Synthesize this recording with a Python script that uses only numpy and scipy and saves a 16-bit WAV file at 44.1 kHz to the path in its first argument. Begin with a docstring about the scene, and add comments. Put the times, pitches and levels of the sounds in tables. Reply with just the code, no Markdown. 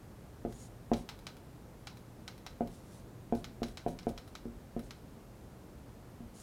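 """Marker on a whiteboard

A dry-erase marker draws short lines on a wall-mounted whiteboard in a small, quiet room.
Each touch of the felt nib is a half-sine push into the modes of the hollow panel, with echoes and room.
The pen's plastic clicks: short barrel rings with a bright edge as it is pressed, lifted and shifted.
The felt hisses faintly along each line: shaped noise that follows hand speed, plus some squeak.
Ventilation rumbles underneath: shaped noise and a wavering hum."""
import sys
import numpy as np
from scipy import signal
from scipy.fft import rfft, irfft, next_fast_len
from scipy.io import wavfile
from scipy.ndimage import map_coordinates

SR = 44100
rng = np.random.default_rng(int(sys.argv[2]) if len(sys.argv) > 2 else 0)


def transcribe(signal):
    """Save signal, clipped to [-1, 1], as a 16-bit WAV file at the path in sys.argv[1]."""
    frames = np.atleast_2d(signal).T
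    limited = np.clip(frames, -1, 1)
    pcm = np.round(limited * 32767).astype(np.int16)
    wavfile.write(sys.argv[1], SR, pcm)


N = 283122
RING = SR * 3 // 4  # samples in one impulse response


def amp(db):
    """Decibels to gain."""
    return 10 ** (np.asarray(db) / 20)


def unit(x):
    """x at rms 1."""
    return x / np.sqrt(np.mean(x ** 2) + 1e-20)


def along(points, hz):
    """(Hz, value) points joined on a log-frequency axis."""
    point_hz, value = np.transpose(points)
    return np.interp(np.log(hz + 1), np.log(point_hz), value)


def wobble(knots_per_s):
    """Smooth random curve through evenly spaced knots."""
    knots = rng.standard_normal(int(N * knots_per_s / SR) + 4)
    return map_coordinates(knots, [np.arange(N) * knots_per_s / SR])


def filtered(x, response):
    """x times a complex response of frequency."""
    size = next_fast_len(len(x) + SR // 4)
    spectrum = rfft(x, size) * response(np.fft.rfftfreq(size, 1 / SR))
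    return irfft(spectrum, size)[:len(x)]


def resonances(modes, hz):
    """Response of damped modes; each rings at its own level after a unit impulse."""
    s = 2j * np.pi * hz
    total = 0
    for mode_hz, level_db, t60_s in modes:
        decay_per_s = np.log(1000) / t60_s
        total = total + amp(level_db) * s / ((s + decay_per_s) ** 2 + (2 * np.pi * mode_hz) ** 2)
    return SR * total


def echoes(paths, hz):
    """Response of the direct sound plus delayed copies."""
    return 1 + sum(gain * np.exp(-2j * np.pi * hz * delay_s) for delay_s, gain in paths)


# room decay: pitch_hz, t60_s
ROOM_DECAY = [(100, 0.63), (500, 0.3), (1500, 0.25), (4200, 0.26), (8000, 0.17), (15000, 0.31)]


def room_tail(build_s):
    """Fresh diffuse noise tail of energy 1: builds up, then decays at a rate set by pitch."""
    hz, t, z = signal.stft(rng.standard_normal(RING), SR, nperseg=256)
    decay = amp(-60 * t / along(ROOM_DECAY, hz)[:, None])
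    tail = signal.istft(z * decay, SR, nperseg=256)[1][:RING]
    tail = tail * (1 - np.exp(-(np.arange(RING) / SR / build_s) ** 2))
    return tail / np.linalg.norm(tail)


def in_room(x, wet_db, build_s):
    """x plus the diffuse room's answer."""
    return x + amp(wet_db) * signal.fftconvolve(x, room_tail(build_s))[:len(x)]


def add(track, start_s, sound):
    """Mix a sound into the track."""
    part = track[max(round(start_s * SR), 0):][:len(sound)]
    part += sound[:len(part)]


# nib landings: start_s, force_db, seat_wait_s (None: touch too light to seat the nib)
KNOCKS = [(0.4509, -13.5, 0.074), (0.917, -10, 0.0515), (2.6082, -12.5, 0.066), (3.3252, -11.5, 0.0257),
          (3.6197, -14, 0.065), (3.864, -11.5, 0.019), (4.0695, -12, 0.022), (4.456, -18.5, None),
          (4.7655, -15.5, 0.028), (6.2062, -22.5, None)]
# panel's first dead flex under the nib: pitch_hz, level_db, t60_s
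FLEX_MODES = [(267, 1, 0.0032)]
# flex returning from frame and nearby surfaces: delay_s, gain
FLEX_ECHOES = [(0.003, 0.39), (0.0076, 0.58), (0.0115, 0.79), (0.0165, 0.64)]
# panel ringing, before per-knock variation: pitch_hz, level_db, t60_s
PANEL_MODES = [(35.9, -30.5, 0.56), (47, -32, 0.42), (70.2, -33.5, 0.43), (113.9, -34, 0.34),
               (137, -32.5, 0.27), (168.6, -30, 0.38), (233.8, -15.5, 0.23), (241.2, -23, 0.19),
               (274, -29, 0.28), (347, -24, 0.19), (407, -35.5, 0.16), (454, -18.5, 0.12),
               (518, -27.5, 0.21), (566.7, -25.5, 0.19), (689.3, -21.5, 0.24), (704.5, -16.5, 0.14),
               (732, -32, 0.36), (845, -25.5, 0.18), (944, -28.5, 0.34), (1050, -31, 0.24),
               (1250, -21, 0.21), (1495, -27, 0.21)]
BASS_LAG_HZ = 130  # long bending waves are slow: bass below this arrives late
# contact time at FIRM_DB; exponential growth rate per dB less force
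FIRM_DB, CONTACT_S, CONTACT_GROWTH_PER_DB = -12, 0.0013, 0.0823


def knocks(flex_wet_db, skin_db, vary_db):
    """The nib strikes the panel; a firmer touch is shorter and reaches higher modes."""
    track, hz = np.zeros(N), np.fft.rfftfreq(RING, 1 / SR)
    skin = resonances([(2200, skin_db, 0.0017)], hz)  # dry tap of the enamel
    radiate = 1j * hz / (150 + 1j * hz)  # a local flex radiates little bass
    flex = (resonances(FLEX_MODES, hz) + skin) * radiate * echoes(FLEX_ECHOES, hz)
    modes = np.array([resonances([mode], hz) for mode in PANEL_MODES])
    bending = (1j * hz - BASS_LAG_HZ) / (1j * hz + BASS_LAG_HZ)  # allpass
    for start_s, force_db, _ in KNOCKS:
        contact_s = CONTACT_S * np.exp(CONTACT_GROWTH_PER_DB * (FIRM_DB - force_db))
        u = hz * contact_s
        # spectrum of the springy nib's half-sine push
        push = np.pi / 4 * (np.sinc(u - .5) + np.sinc(u + .5)) * np.exp(-1j * np.pi * u)
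        thud = in_room(irfft(flex * push * bending, RING), flex_wet_db, build_s=0.0089)
        # each spot drives the modes a little differently
        shares = amp(vary_db * rng.standard_normal((len(PANEL_MODES), 1)))
        boom = irfft((shares * modes).sum(0) * push * bending, RING)
        add(track, start_s - contact_s / 2, amp(force_db) * (thud + boom))
    return filtered(track, lambda f: (f / 27) ** 6 / (1 + (f / 27) ** 6))  # highpass, 27 Hz


# plastic snaps: start_s, level_db, springs_back
CLICKS = [(0.9347, -43, False), (1.09, -43, True), (1.2684, -43, True), (1.871, -44.5, True),
          (2.2788, -43.5, True), (2.4647, -44.5, False), (3.4434, -45, False), (3.6318, -41.5, False),
          (3.7727, -45, False), (3.9891, -49.5, False), (4.0306, -59.5, False), (4.1776, -47.5, True),
          (4.353, -45.5, False), (4.9082, -47.5, False)]
SNAP_EDGE_DB, TICK_EDGE_DB = -12.5, -4.5  # bright edge re barrel ring: full snaps, light ticks
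REBOUND_S, REBOUND_DB = 0.1003, -60  # faint tick a fixed time after the snap
SEAT_DB, SEAT_FADE_DB_PER_S = -53.5, 70  # seating tick, weaker the more slowly it is pressed home


def pen_contacts():
    """Rows start_s, level_db, edge_db: snaps, rebounds, and nib seatings after firm enough knocks."""
    snaps = [(start_s, level_db, SNAP_EDGE_DB) for start_s, level_db, _ in CLICKS]
    rebounds = [(start_s + REBOUND_S, REBOUND_DB, TICK_EDGE_DB)
                for start_s, _, springs_back in CLICKS if springs_back]
    seats = [(start_s + wait_s, SEAT_DB - SEAT_FADE_DB_PER_S * wait_s, TICK_EDGE_DB)
             for start_s, _, wait_s in KNOCKS if wait_s is not None]
    return snaps + rebounds + seats


def burst(response):
    """Impulse response at rms 1 over its first 10 ms."""
    x = irfft(response, RING)
    return x / np.sqrt(np.mean(x[:SR // 100] ** 2))


# pen barrel ringing, before radiation: pitch_hz, level_db, t60_s
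BARREL_MODES = [(864, -12.5, 0.0052), (1308, -25.5, 0.023), (1530, -19, 0.013), (2170, -8, 0.003),
                (3210, -2.5, 0.0014), (3960, -18, 0.017), (4270, -6, 0.0013), (5180, -7, 0.0025),
                (6320, -25, 0.013)]
# click glancing off board, hand and head: delay_s, gain
CLICK_ECHOES = [(.0005, -0.14), (.0016, 0.44), (.0044, -0.026), (.0051, .42), (.0085, 0.55)]


def clicks(rattle_db, rattle_t60_s, wet_db):
    """Plastic snaps against plastic: a barrel ring and a bright edge, each with a tiny rattle."""
    track, hz, t = np.zeros(N), np.fft.rfftfreq(RING, 1 / SR), np.arange(RING) / SR
    low, high = 1j * hz / 750, 1j * hz / 6200
    radiate = low ** 2 / (1 + low + low ** 2)  # a thin pen radiates no bass
    barrel = resonances(BARREL_MODES, hz) * radiate / (1 + 2.0 * high + high ** 2)
    edge = resonances([(10200, 0, 0.00051)], hz) * radiate
    glances = echoes(CLICK_ECHOES, hz)
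    for start_s, level_db, edge_db in pen_contacts():
        rattle = rng.standard_normal(RING) * amp(-60 * t / rattle_t60_s)
        rattle = amp(rattle_db) * rattle / np.linalg.norm(rattle)
        scatter = rattle + amp(wet_db) * room_tail(build_s=0.0013)
        paths = glances + rfft(scatter)
        click = burst(barrel * paths) + amp(edge_db) * burst(edge * paths)
        add(track, start_s, amp(level_db) * click)
    return track


# lines drawn: start_s, length_s, hiss_db, squeak_db (re hiss)
STROKES = [(0.47, 0.22, -63.5, 2.5), (0.936, 0.1, -61, -16), (2.688, 0.128, -65, -20),
           (2.82, 0.2, -64, -20), (3.353, 0.073, -64, -17), (3.64, 0.094, -65, -18),
           (3.875, 0.07, -61.5, -18), (4.082, 0.046, -63, -3), (4.815, 0.08, -68, -5), (6.335, 0.2, -58, 2)]
# felt on enamel, relative spectrum: pitch_hz, level_db_per_hz
FELT_SPECTRUM = [(1000, -11), (2500, -7.5), (3900, 0), (4900, -2), (5700, 1), (7000, -1.5), (9000, -1),
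                 (11000, -3), (12500, -16), (16000, -15)]
# half-formed squeak, response is squared in use: pitch_hz, level_db (before squaring), t60_s (same)
SQUEAK_MODES = [(6900, -3.5, 0.0044), (7650, -6, 0.0036), (8750, 1.5, 0.0017)]
BRAKE_S = 0.057  # last stretch of a line, where the hand slows


def strokes(grain_db, wet_db):
    """Felt catches and slips on enamel, louder as the hand speeds up, with more or less squeak."""
    t, hiss, squeak = np.arange(N) / SR, np.zeros(N), np.zeros(N)
    for start_s, length_s, hiss_db, squeak_db in STROKES:
        brake_at_s = max(length_s - BRAKE_S, length_s / 10)
        speed = np.interp(t - start_s, [0, brake_at_s, length_s], [0, 1, 0])
        hiss = np.maximum(hiss, amp(hiss_db) * np.sqrt(speed))
        squeak = np.maximum(squeak, amp(hiss_db + squeak_db) * speed)
    rub = unit(filtered(rng.standard_normal(N), lambda hz: amp(along(FELT_SPECTRUM, hz))))
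    nib = unit(filtered(rng.standard_normal(N), lambda hz: np.abs(resonances(SQUEAK_MODES, hz)) ** 2))
    # fibres catch quickly, finger pressure drifts slowly
    grip = unit(amp(grain_db * (wobble(400) + 0.79 * wobble(45))))
    return in_room((hiss * rub + squeak * nib) * grip, wet_db, build_s=0.0057)


# ventilation and microphone hiss, relative spectrum: pitch_hz, level_db_per_hz
AIR_SPECTRUM = [(11, -41), (18, -20), (43, -1), (91, -3), (121, -2.5), (143, -4.5), (185, -4), (219, -5.5),
                (387, -11), (486, -12.5), (834, -18.5), (2380, -31), (3170, -33.5), (14700, -39),
                (16000, -47)]
AIR_RMS_DB = -52.5
# ventilation hum: pitch_hz, level_db (rms, before waver)
HUM_TONES = [(120, -63)]


def ventilation(waver_db):
    """A steady rush of air over a hum slightly unsteady in level and phase."""
    t = np.arange(N) / SR
    rush = unit(filtered(rng.standard_normal(N), lambda hz: amp(along(AIR_SPECTRUM, hz))))
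    hum = np.zeros(N)
    for pitch_hz, level_db in HUM_TONES:
        level = amp(level_db + waver_db * wobble(2.2)) * np.sqrt(2)
        hum += level * np.sin(2 * np.pi * pitch_hz * t + .5 * wobble(3.1))
    return amp(AIR_RMS_DB) * rush + hum


def scene():
    """Board, pen, felt and ventilation summed to one channel."""
    board = knocks(flex_wet_db=-7.0, skin_db=2.0, vary_db=2.5)
    pen = clicks(rattle_db=2.5, rattle_t60_s=0.026, wet_db=1.5)
    felt = strokes(grain_db=1.5, wet_db=-7.0)
    air = ventilation(waver_db=-2.5)
    return (board + pen + felt + air)[None]


TOP_HZ = 16300


def record(dry):
    """Band limit: nothing from TOP_HZ up."""
    return filtered(dry[0], lambda hz: hz < TOP_HZ)[None]


dry = scene()
out = record(dry)
transcribe(out)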